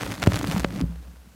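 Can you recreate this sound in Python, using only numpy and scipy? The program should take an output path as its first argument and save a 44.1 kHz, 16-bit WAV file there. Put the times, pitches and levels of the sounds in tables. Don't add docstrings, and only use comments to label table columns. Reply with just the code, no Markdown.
import sys
import numpy as np
from scipy import signal
from scipy.fft import rfft, irfft
from scipy.io import wavfile
from scipy.ndimage import uniform_filter1d

SR = 44100
rng = np.random.default_rng(int(sys.argv[2]) if len(sys.argv) > 2 else 0)


def log_audio(samples):
    frames = np.atleast_2d(samples).T
    limited = np.clip(frames, -1, 1)
    pcm = np.round(limited * 32767).astype(np.int16)
    wavfile.write(sys.argv[1], SR, pcm)


def decibels_to_gain(level_db):
    exponent = np.asarray(level_db, float) / 20
    return 10 ** exponent


N = 59535
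BRAKE_S = 0.8397
SAG_S, JOLT_RISE_S = 0.015, 0.0022


def evened(x):
    return x / np.sqrt(np.mean(x ** 2) + 1e-20)


def curve(points):
    s, value = np.transpose(points)
    return np.interp(np.arange(N) / SR, s, value)


def coloured(spectrum):
    f, db = np.transpose(spectrum)
    hz = np.fft.rfftfreq(N, 1 / SR)
    gain = decibels_to_gain(np.interp(np.log(hz + 1), np.log(f + 1), db))
    return evened(irfft(rfft(rng.standard_normal(N)) * gain, N))


def wander(seconds):
    size = max(int(seconds * SR), 1)
    once = uniform_filter1d(rng.standard_normal(N), size)
    return evened(uniform_filter1d(once, size))


def resonate(x, hz, width_hz):
    turn = np.exp(2j * np.pi * hz * np.arange(len(x)) / SR)
    r = np.exp(-np.pi * width_hz / SR)
    return 2 * (turn * signal.lfilter([1 - r], [1, -r], x / turn + 1e-18)).real


def add(mix, s, sound):
    part = mix[max(round(s * SR), 0):][:len(sound)]
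    part += sound[:len(part)]


def hiss():
    # f/Hz, density/dB
    hiss_spectrum = [(130, -32), (220, -1), (327, -28), (1540, -19.5), (1650, -22), (1780, -24),
                     (15100, -29.5), (16300, -46)]
    return decibels_to_gain(-59) * coloured(hiss_spectrum)


def pop(hz, fizz_db, grit):
    blunt, spring_hz = 0.8, 416
    chip_db, chip_span_s = -12, (-0.0025, 0.0006)
    fizz_band_hz, fizz_s, fizz_lead_s, fizz_trim_db = (1500, 8000), 0.0004, 0.0004, -1
    t = (np.arange(len(grit)) - 128) / SR
    chip_at_s = np.interp(np.sin(9 * grit[:4]), (-1, 1), chip_span_s)[:, None]
    chip_size = decibels_to_gain(chip_db) * np.tanh(grit[4:8])
    chips = 1 / (1 + (2 * np.pi * hz * (t - chip_at_s)) ** 2) ** 2
    dip = -1 / (1 + (2 * np.pi * blunt * hz * t) ** 2) ** 2
    dip = dip + chip_size @ chips
    dip = signal.lfilter(*signal.butter(1, spring_hz, "high", fs=SR), dip)
    burst = grit * np.exp(-abs(t + fizz_lead_s) / fizz_s)
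    fizz = signal.lfilter(*signal.butter(1, fizz_band_hz, "band", fs=SR), burst)
    return dip / abs(dip).max() + decibels_to_gain(fizz_db + fizz_trim_db) * fizz / abs(fizz).max()


def fine_crackle():
    per_s, spread_db = 1200, 4.5
    hit = rng.random(N) < per_s / SR
    size = hit * decibels_to_gain(spread_db * np.minimum(rng.exponential(1, N), 3))
    sign = np.where(rng.random(N) < 0.7, 1, -1)
    kind = rng.integers(0, 24, N)
    sharp_hz = np.geomspace(830, 5970, num=24)
    fizz_db = rng.uniform(-14, 0, 24)
    out = np.zeros(N)
    for k, hz in enumerate(sharp_hz):
        speck = pop(hz, fizz_db[k], rng.standard_normal(256))
        out += signal.oaconvolve(size * sign * (kind == k), speck)[:N]
    return evened(out)


def scrape():
    # f/Hz, density/dB
    scrape_spectrum = [(180, -41), (300, -32), (433, 1), (528, -1.5), (3350, -15), (3760, -16.5),
                       (16000, -27)]
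    flicker_db = 2.5 * wander(0.002) + 1.2 * wander(0.015)
    return evened(coloured(scrape_spectrum) * decibels_to_gain(flicker_db))


def groove():
    # t/s, level/dB
    friction = [(0, -40.5), (.06, -39.5), (.12, -40), (.16, -43), (.21, -40), (.285, -42), (.35, -36.5),
                (.45, -42.5), (.52, -35.5), (.62, -43.5), (.66, -47.5), (.72, -49.5), (.77, -45),
                (.81, -49), (.84, -51), (1.1, -56.5), (1.2, -60.5)]
    still_db = np.interp(np.arange(N) / SR, (BRAKE_S - 0.03, BRAKE_S), (0, -12))
    crackle = decibels_to_gain(-1.5 + still_db) * fine_crackle()
    return decibels_to_gain(curve(friction)) * (crackle + decibels_to_gain(-2.5) * scrape())


def arm():
    # f/Hz, width/Hz, level/dB
    arm_modes = [(62, 25, -6.5), (550, 120, -17), (110, 45, -1.5), (175, 45, -1.5), (260, 70, -4)]
    # t/s, level/dB
    tremble = [(0.0, -30), (0.134, -35), (0.36, -28.5), (0.466, -28.5), (0.646, -37.5), (0.788, -31),
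               (0.916, -53.5), (1.056, -55), (1.35, -60)]
    lumpy_db = 4 * wander(0.0061)
    shake = rng.standard_normal(N) * decibels_to_gain(lumpy_db)
    body = np.zeros(N)
    for hz, width_hz, db in arm_modes:
        mode = resonate(resonate(shake, hz, width_hz), hz, width_hz)
        body += decibels_to_gain(db) * evened(mode)
    return decibels_to_gain(curve(tremble)) * evened(body)


def pops():
    # t/s, level/dB, sharpness f/Hz, fizz re level/dB
    pops_early = [(0.0107, -15, 1710.0, -15), (0.016, -23, 1860.0, -7), (0.0293, -21, 1350.0, -8),
                  (0.0338, -14, 1310.0, -10), (0.0646, -21, 1130.0, -15), (0.0667, -21, 960.0, -16),
                  (0.1062, -23, 2280.0, -12), (0.1164, -24, 2110.0, -4), (0.1205, -16, 2170.0, -8),
                  (0.1265, -23, 1220.0, -20), (0.1409, -21, 2490.0, -9), (0.1803, -24, 2090.0, -10),
                  (0.2003, -23, 3830.0, -8), (0.2228, -15, 1550.0, -7), (0.2271, -16, 1280.0, -13),
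                  (0.2299, -7, 2140.0, -17), (0.2386, -10, 2320.0, -10), (0.2416, -22, 1650.0, -7),
                  (0.2635, -18, 990.0, -3), (0.2704, -10, 950.0, -19), (0.2732, -12, 1300, -12),
                  (0.3215, -13, 1240.0, -17), (0.3343, -19, 1920.0, -2), (0.3366, -21, 2890.0, -9),
                  (0.3437, -13, 1680.0, -16), (0.3587, -11, 3510.0, -10), (0.3653, -14, 1900.0, -12),
                  (0.3736, -19, 1220.0, -5), (0.3907, -18, 3000.0, -5), (0.3942, -22, 3600.0, -5)]
    # t/s, level/dB, sharpness f/Hz, fizz re level/dB
    pops_late = [(0.4127, -17, 1040.0, -19), (0.4312, -22, 3040.0, -3), (0.4436, -14, 1170.0, -24),
                 (0.4482, -22, 2220.0, -5), (0.4711, -24, 2950.0, -4), (0.4736, -19, 2860.0, -6),
                 (0.4813, -23, 3470.0, -8), (0.4994, -18, 3860.0, -9), (0.5139, -12, 2230.0, -10),
                 (0.5209, -19, 1400.0, -4), (0.5253, -19, 1580.0, -7), (0.5519, -20, 1750.0, -11),
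                 (0.5637, -15, 1050.0, -18), (0.5702, -24, 2850.0, -5), (0.5745, -22, 1850.0, -12),
                 (0.581, -18, 2240.0, -6), (0.5973, -14, 3130.0, -6), (0.6032, -20, 1460.0, -9),
                 (0.6346, -23, 1340.0, -12), (0.6467, -6, 1370.0, -20), (0.6501, -24, 1990.0, -14),
                 (0.7062, -26, 1680.0, -16), (0.741, -30, 2790.0, -9), (0.7616, -24, 2300.0, -14),
                 (0.7883, -27, 1810.0, -15), (0.7957, -25, 1110.0, -15), (0.8049, -24, 1220.0, -10),
                 (0.813, -18, 3000.0, -8), (0.8211, -29, 830.0, -18), (1.1601, -44, 870.0, -11)]
    # t/s, level/dB, sharpness f/Hz, fizz re level/dB
    pops_torn = [(.2285, -15, 1700, -12), (.2716, -17, 2000, -8), (.2746, -14, 2600, -10),
                 (.6453, -20, 1800, -14), (.7228, -32, 1500, -16), (.3198, -22, 2500, -2),
                 (.5784, -24, 2500, -4)]
    out = np.zeros(N)
    for s, db, hz, fizz_db in list(pops_early) + list(pops_late) + list(pops_torn):
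        speck = pop(hz, fizz_db, rng.standard_normal(256))
        add(out, s - 128 / SR, decibels_to_gain(db + 1) * speck)
    return out


def swing(db, first_hz, last_hz, t60_s, sag_s, rise_s):
    t = np.arange(N) / SR
    turns = np.cumsum(last_hz + (first_hz - last_hz) * np.exp(-t / sag_s)) / SR
    return np.sin(2 * np.pi * turns) * decibels_to_gain(db - 60 * t / t60_s) * np.minimum(t / rise_s, 1)


def plinth_ring():
    # f/Hz, level/dB, t60/s
    plinth_modes = [(61.4, 0, 1.25), (71.2, -10.5, 1.3), (168, -5, .35), (301, -30, 1.2), (555, -27, .4)]
    beat_lag_s, rise_s = 0.047, 0.007
    t = np.arange(N) / SR
    ring = np.zeros(N)
    for hz, db, t60_s in plinth_modes:
        ring += decibels_to_gain(db - 60 * t / t60_s) * np.cos(2 * np.pi * hz * (t - beat_lag_s))
    return ring * np.minimum(t / rise_s, 1)


def jolts():
    # start t/s, level/dB, swing f/Hz, t60/s, plinth shake/dB
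    bumps = [(.045, -33, 110, 0.031, -29), (0.237, -13, 112, 0.021, -66), (0.339, -24, 132, 0.067, -49),
             (0.388, -34, 167, 0.099, -45), (0.4427, -19, 177, 0.018, -45), (.484, -16, 173, 0.12, -50),
             (0.544, -11, 134, 0.04, -53), (0.5643, -12.5, 201, 0.097, -50),
             (0.591, -22, 160, 0.058, -19.5), (0.759, -18, 213, 0.035, -47), (.790, -26.5, 144, 0.14, -54),
             (.806, -19, 285.7, 0.15, -34), (0.8202, -15.5, 190, 0.094, -20.5),
             (0.893, -28.5, 188.5, 0.24, -61), (1.082, -44, 188.3, 0.28, -60),
             (1.135, -41.5, 214, 0.057, -65), (1.273, -36.5, 170, 0.033, -49)]
    # start t/s, level/dB, first f/Hz, last f/Hz, t60/s
    scratches = [
        (.2733, -1, 380, 85, .06),
        (.6468, -8.5, 380, 85, .018),
    ]
    scratch_shake_db = (-40, -22.5)
    sag, running_t60_s = 0.12, 0.21
    out = np.zeros(N)
    free = plinth_ring()
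    damped = free * decibels_to_gain(-60 * np.arange(N) / SR / running_t60_s)
    for s, db, hz, t60_s, shake_db in bumps:
        add(out, s, swing(db, hz, hz * (1 - sag), t60_s, SAG_S, JOLT_RISE_S))
        add(out, s, decibels_to_gain(shake_db) * damped)
    for (s, db, first_hz, last_hz, t60_s), shake_db in zip(scratches, scratch_shake_db):
        add(out, s, swing(db, first_hz, last_hz, t60_s, sag_s=0.00185, rise_s=0.0007))
        add(out, s, decibels_to_gain(shake_db) * damped)
        add(out, s, swing(db - 27, 558, 558, 0.16, SAG_S, JOLT_RISE_S))
    drop = swing(-11, 150, 62, 0.034, sag_s=0.007, rise_s=0.0015)
    add(out, BRAKE_S, decibels_to_gain(-27.5) * free - drop)
    return out


def scene():
    return (hiss() + groove() + arm() + pops() + jolts())[None]


def roll_off(x):
    return signal.sosfilt(signal.butter(12, 16420, fs=SR, output="sos"), x)


def record(dry):
    low_cut_hz, edge_hz = 36, 15950
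    subsonic = signal.butter(2, low_cut_hz, "high", fs=SR, output="sos")
    band_limit = signal.firwin(511, edge_hz, window=("kaiser", 9), fs=SR)
    mix = signal.sosfilt(subsonic, dry)
    mix = signal.oaconvolve(mix, band_limit[None], "same")
    return roll_off(mix)


dry = scene()
out = record(dry)
log_audio(out)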